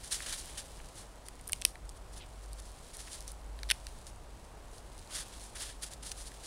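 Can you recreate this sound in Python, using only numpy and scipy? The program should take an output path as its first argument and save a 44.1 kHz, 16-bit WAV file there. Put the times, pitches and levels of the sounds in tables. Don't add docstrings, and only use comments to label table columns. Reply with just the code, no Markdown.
import sys
import numpy as np
from scipy import signal
from scipy.fft import rfft, irfft, next_fast_len
from scipy.io import wavfile
from scipy.ndimage import map_coordinates

SR = 44100
rng = np.random.default_rng(int(sys.argv[2]) if len(sys.argv) > 2 else 0)


def wrap_up_sound(samples):
    columns = np.atleast_2d(samples).T
    tamed = np.clip(columns, -1, 1)
    steps = np.round(tamed * 32767).astype(np.int16)
    wavfile.write(sys.argv[1], SR, steps)


N = 285047

# time in seconds, level in dB.
STIR_LEVELS = [(0, -56), (.2, -51), (.7, -56), (1.15, -64), (1.4, -64), (1.57, -56), (1.8, -66.5),
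               (2.5, -64), (3.17, -56.5), (3.45, -66), (3.85, -59), (4.3, -67), (4.65, -66), (5.0, -60.5),
               (5.42, -57), (5.58, -63.5), (6.0, -63), (6.46, -57)]
STEP_RISE_S, STEP_FALL_S = 0.006, 0.028
OVERTONE_RATIO = 2.02
ICE_PIVOT_HZ = 7430
CRUMBS_PER_S, CRUMB_ABOVE_STIR_DB, CRUMB_SPREAD_DB = 10, 3, 1.7
ENGINE_HZ, ENGINE_WANDER_HZ, ENGINE_DB, ENGINE_WAVER_DB = 50.6, 1.12, -55.6, 1.5
BEAT_HZ, BEAT_SHARE = 3.5, 0.51
ECHO_DB = -23
TOP_HZ, TOP_SLOPE_HZ = 16100, 500


def amp(db):
    return 10 ** (np.asarray(db) / 20)


def unit(x):
    return x / np.sqrt(np.mean(x ** 2) + 1e-20)


def along(points, hz):
    point_hz, values = np.transpose(points)
    return np.interp(np.log(hz + 1), np.log(point_hz + 1), values)


def curve(rows):
    return np.interp(np.arange(N) / SR, *np.transpose(rows))


def wobble(rate_hz):
    knots = rng.standard_normal(int(N * rate_hz / SR) + 4)
    return map_coordinates(knots, [np.arange(N) * rate_hz / SR])


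def filtered(x, response):
    size = next_fast_len(N + SR // 2)
    gain = response(np.fft.rfftfreq(size, 1 / SR))
    return irfft(rfft(x, size) * gain, size)[:N]


def coloured(x, spectrum):
    return unit(filtered(x, lambda hz: amp(along(spectrum, hz))))


def band(x, hz, octaves):
    edges_hz = hz * 2 ** (np.array([-octaves, octaves]) / 2)
    edges_hz = np.clip(edges_hz, 20, SR / 2 - 100)
    return signal.sosfilt(signal.butter(2, edges_hz, "band", fs=SR, output="sos"), x)


def add(track, s, sound):
    part = track[round(s * SR):][:len(sound)]
    part += sound[:len(part)]


def crystals(rate_hz, spread_db, rub):
    breaks = rng.random(N) < rate_hz / SR
    sizes = amp(spread_db * np.clip(rng.standard_normal(N), -2, 2))
    signs = rng.choice([-1, 1], N)
    return unit(breaks * sizes * signs) + rub * rng.standard_normal(N)


def stroke(s, db, rise_s, fall_s):
    u = np.arange(N) / SR - s
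    near = (u > -3 * rise_s) & (u < 4 * fall_s)
    u = u[near]
    decay = np.where(u < 0, (u / rise_s) ** 2, np.abs(u / fall_s) ** 1.48)
    force = np.zeros(N)
    force[near] = amp(db) * np.exp(-decay)
    return force


def snow():
    # peak in seconds, level in dB, packing in dB.
    step_rows = [(.039, -46.5, 1.5), (.119, -34, -9), (.266, -41.5, 6), (.328, -37, 2.5), (.579, -41, 3.5),
                 (2.942, -48, -1), (3.28, -50, -5), (4.072, -52.5, -4), (5.328, -53.5, 8), (5.557, -46, 3),
                 (6.031, -48.5, 4)]
    # peak in seconds, level in dB, half length in seconds,
    # packing in dB.
    scrape_rows = [(.075, -48.5, .018, -10), (0.149, -38, 0.028, 0), (0.229, -45, 0.034, 4.5),
                   (0.305, -42, .027, 5), (.394, -43, .028, -10), (0.498, -54, 0.048, 7),
                   (0.999, -52, 0.04, 0), (1.272, -55, .016, -6), (1.685, -53.5, .022, -12),
                   (1.968, -59.5, .014, -2), (2.139, -55, .015, -2), (2.176, -51.5, 0.017, 4),
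                   (2.438, -57, 0.0091, -2), (2.593, -54, 0.016, 2), (2.67, -60, .06, -2),
                   (3.009, -47, 0.027, -2), (3.07, -53, .02, -2), (3.137, -45.5, .032, -4),
                   (4.763, -58.5, 0.045, 1), (5.117, -53, 0.018, 11.5), (5.161, -40, 0.033, 2),
                   (5.202, -41, .028, 5), (5.44, -52, .063, -9), (5.623, -39.5, 0.03, 3),
                   (5.69, -49.5, .045, 7), (5.837, -39, .014, 0), (5.874, -51, 0.018, 2),
                   (5.928, -48.5, .018, 2.5), (6.076, -45, .03, -4), (6.12, -40, .007, -12),
                   (6.208, -48.5, 0.043, -3), (6.274, -47.5, 0.017, -1), (6.455, -47, 0.024, 4)]
    # frequency in Hz, relative level in dB per Hz.
    crust_spectrum = [(150, -19.5), (1100, -17), (1700, -6.5), (2450, -13.5), (3300, -4.5), (4400, -1.4),
                      (5700, -2), (8100, -1.5), (9500, 2), (10200, -1), (11900, -14.5), (15500, -23.5)]
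    packed_spectrum = [(100, -16), (300, -6), (600, -9), (1100, -6.5), (1750, -1.5), (2450, -5.5),
                       (3400, 0.5), (5000, -8), (9000, -32)]
    loose_spectrum = [(800, -16), (2400, -5.5), (4000, -2.5), (6000, -5), (8200, -3), (9700, -2),
                      (11800, -15), (15500, -20)]

    strokes = [(s, db, STEP_RISE_S, STEP_FALL_S, packing_db) for s, db, packing_db in step_rows]
    strokes += [(s, db, half_s, half_s, packing_db) for s, db, half_s, packing_db in scrape_rows]
    crust_power, packed_power = np.zeros(N), np.zeros(N)
    for s, db, rise_s, fall_s, packing_db in strokes:
        power = stroke(s, db, rise_s, fall_s) ** 2
        crust_power += power
        packed_power += power * amp(packing_db) ** 2

    crust_grains = crystals(rate_hz=3600, spread_db=4.5, rub=0.74)
    crunch = np.sqrt(crust_power) * coloured(crust_grains, crust_spectrum)
    packed_grains = crystals(rate_hz=1200, spread_db=2.5, rub=0.5)
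    packing = amp(-10.5) * np.sqrt(packed_power) * coloured(packed_grains, packed_spectrum)
    loose_grains = crystals(rate_hz=1600, spread_db=6.5, rub=1.03)
    stir = amp(curve(STIR_LEVELS) + 1.0 * wobble(11))
    loose = stir * coloured(loose_grains, loose_spectrum)
    judder = amp(1.3 * wobble(110))
    return (crunch + packing + loose) * judder


def rasps():
    # peak in seconds, level in dB, half length in seconds, pitch in Hz.
    rasp_rows = [(0.328, -48, .012, 1650), (.802, -51, .003, 2200), (1.398, -56, .004, 2500),
                 (2.222, -52.5, 0.023, 2840), (3.08, -51.5, 0.0074, 2150), (5.562, -51, 0.011, 1780)]
    out, t = np.zeros(N), np.arange(N) / SR
    for s, db, half_s, hz in rasp_rows:
        swell = np.exp(-((t - s) / half_s) ** 2)
        slips = crystals(rate_hz=900, spread_db=3, rub=0.5)
        out += amp(db) * swell * unit(band(slips, hz, octaves=0.91))
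    return out


def fracture(hz, octaves, t60_s, tone):
    t = np.arange(SR // 30) / SR
    fade = amp(-60 * t / t60_s) * (1 - np.exp(-t / 0.00043))
    splinters = unit(band(rng.standard_normal(len(t)) * fade, hz, octaves))
    ringing = unit(fade * np.sin(2 * np.pi * (hz * t + rng.random())))
    burst = splinters + tone * ringing
    return burst * np.sqrt(0.004 * SR / np.sum(burst ** 2))


def chink(bright_db):
    # frequency in Hz, level in dB, width in octaves, t60 in seconds, ringing over splinters.
    ice_modes = [(5600, -4.5, 0.99, 0.004, 0.29), (9400, 0, 0.33, .0047, 0.64), (12800, -15, .3, 0.0023, 0)]
    return sum(amp(db + bright_db * np.log2(hz / ICE_PIVOT_HZ)) * fracture(hz, octaves, t60_s, tone)
               for hz, db, octaves, t60_s, tone in ice_modes)


def snaps():
    # start in seconds, level in dB, pitch in Hz, overtone in dB relative to the level,
    # cracking crust in dB relative to the level, before a 1.5 dB cut.
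    snap_rows = [(0.204, -40.5, 1800, -13, -18), (1.2848, -50.5, 1880, -1, 9), (1.4951, -45.5, 1630, -7, 1),
                 (1.5315, -31, 2850, -3, 2.5), (1.6199, -39.5, 2720, -2, -6), (1.6508, -25.3, 2600, 0, 4.8),
                 (1.7554, -47.5, 1930, -10, -14), (3.5899, -54.5, 1850, 3.5, -4),
                 (3.632, -43.5, 2210, 2.5, -4.5), (3.6893, -52, 1850, 6, -3), (3.694, -50, 1850, 10, 4),
                 (3.6992, -48, 1790, 10, -2), (3.702, -30.5, 1840, 3.5, -3), (3.711, -29.5, 1800, 3.5, 2),
                 (3.713, -34, 2200, 7, -12), (3.7165, -26, 2650, -20, -5), (3.8681, -50, 1900, -10, -8),
                 (5.5548, -52, 1680, -7, 2), (6.1168, -48, 2600, 8.5, 3), (6.3177, -54.5, 1780, -1, -3)]
    wood, crust = np.zeros(N), np.zeros(N)
    for s, db, hz, overtone_db, crust_db in snap_rows:
        ring = fracture(hz, octaves=0.8, t60_s=19 / hz, tone=0.9)
        overtone = fracture(OVERTONE_RATIO * hz, octaves=0.79, t60_s=10.7 / hz, tone=0.55)
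        knock = amp(-24) * fracture(560, octaves=1.25, t60_s=0.011, tone=0)
        add(wood, s, amp(db) * (ring + amp(overtone_db) * overtone + knock))
        add(crust, s, amp(db + crust_db - 1.5) * chink(bright_db=3))
    radiation = signal.butter(3, [280, 8800], "band", fs=SR, output="sos")
    return signal.sosfilt(radiation, wood) + crust


def ice():
    # start in seconds, level in dB, brightness in dB per octave.
    chink_rows = [(.4577, -49, -4), (1.4114, -53, 3), (1.4732, -50, 5), (1.4776, -43.5, 12),
                  (1.489, -47, 10), (1.521, -37.5, 13), (1.6153, -42, 0), (1.663, -45, -2),
                  (1.8924, -49, -16), (1.8974, -53, -5), (2.5314, -47, 1), (2.6, -50, -8), (2.969, -47, 6),
                  (3.1308, -46, -12), (3.2062, -45, -5), (3.2785, -42.5, -6), (3.318, -48.5, 7),
                  (3.868, -41.5, -11), (4.0676, -49, -11), (4.782, -53, -8), (5.9355, -47, -11)]
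    out = np.zeros(N)
    for s, db, bright_db in chink_rows:
        add(out, s, amp(db) * chink(bright_db))
    crumb_db = curve(STIR_LEVELS) + CRUMB_ABOVE_STIR_DB
    for i in np.flatnonzero(rng.random(N) < CRUMBS_PER_S / SR):
        db = crumb_db[i] + CRUMB_SPREAD_DB * rng.standard_normal()
        add(out, i / SR, amp(db) * chink(bright_db=-7.5))
    return out


def echo(x):
    # frequency in Hz, t60 in seconds.
    bank_t60 = [(300, .35), (3000, 0.19), (12000, 0.32)]
    hz, t, bins = signal.stft(rng.standard_normal(SR // 2), SR, nperseg=256)
    decay = amp(-60 * t / along(bank_t60, hz)[:, None])
    tail = signal.istft(bins * decay, SR, nperseg=256)[1]
    return signal.fftconvolve(x, tail / np.linalg.norm(tail))[:N]


def distant_hush():
    # frequency in Hz, relative level in dB per Hz.
    air_spectrum = [(100, -4), (230, -2), (400, -2), (620, -0.5), (950, -3), (1400, -9), (2200, -15.5),
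                    (5500, -22), (9500, -24), (12000, -30), (15500, -34)]
    return amp(-56.5 + 0.47 * wobble(2.85)) * coloured(rng.standard_normal(N), air_spectrum)


def wind():
    # frequency in Hz, relative level in dB per Hz.
    rumble_spectrum = [(10, -18), (25, 0.5), (38, -1.5), (60, -3.5), (85, -11.5), (110, -11.5), (170, -19),
                       (300, -38), (900, -80)]
    return amp(-53.0 + 1.35 * wobble(4.0)) * coloured(rng.standard_normal(N), rumble_spectrum)


def engine_note(hz):
    return np.sin(2 * np.pi * np.cumsum(hz + ENGINE_WANDER_HZ * wobble(5)) / SR)


def far_engine():
    # peak in seconds, rise in dB, half length in seconds.
    swell_rows = [(2.398, 7, .42), (3.566, 12, 0.31), (6.2, 3.5, 0.18)]
    t = np.arange(N) / SR
    swell_db = sum(db * np.exp(-((t - s) / half_s) ** 2) for s, db, half_s in swell_rows)
    throb = unit(engine_note(ENGINE_HZ) + BEAT_SHARE * engine_note(ENGINE_HZ - BEAT_HZ))
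    return amp(ENGINE_DB + swell_db + ENGINE_WAVER_DB * wobble(9.9)) * throb


def whine():
    return amp(-80.5) * unit(band(rng.standard_normal(N), hz=7780, octaves=0.014))


def scene():
    dog = snow() + rasps() + snaps() + ice()
    background = distant_hush() + wind() + far_engine() + whine()
    return (dog + amp(ECHO_DB) * echo(dog) + background)[None]


def record(dry):
    return filtered(dry[0], lambda hz: np.clip((TOP_HZ - hz) / TOP_SLOPE_HZ, 0, 1))[None]


dry = scene()
out = record(dry)
wrap_up_sound(out)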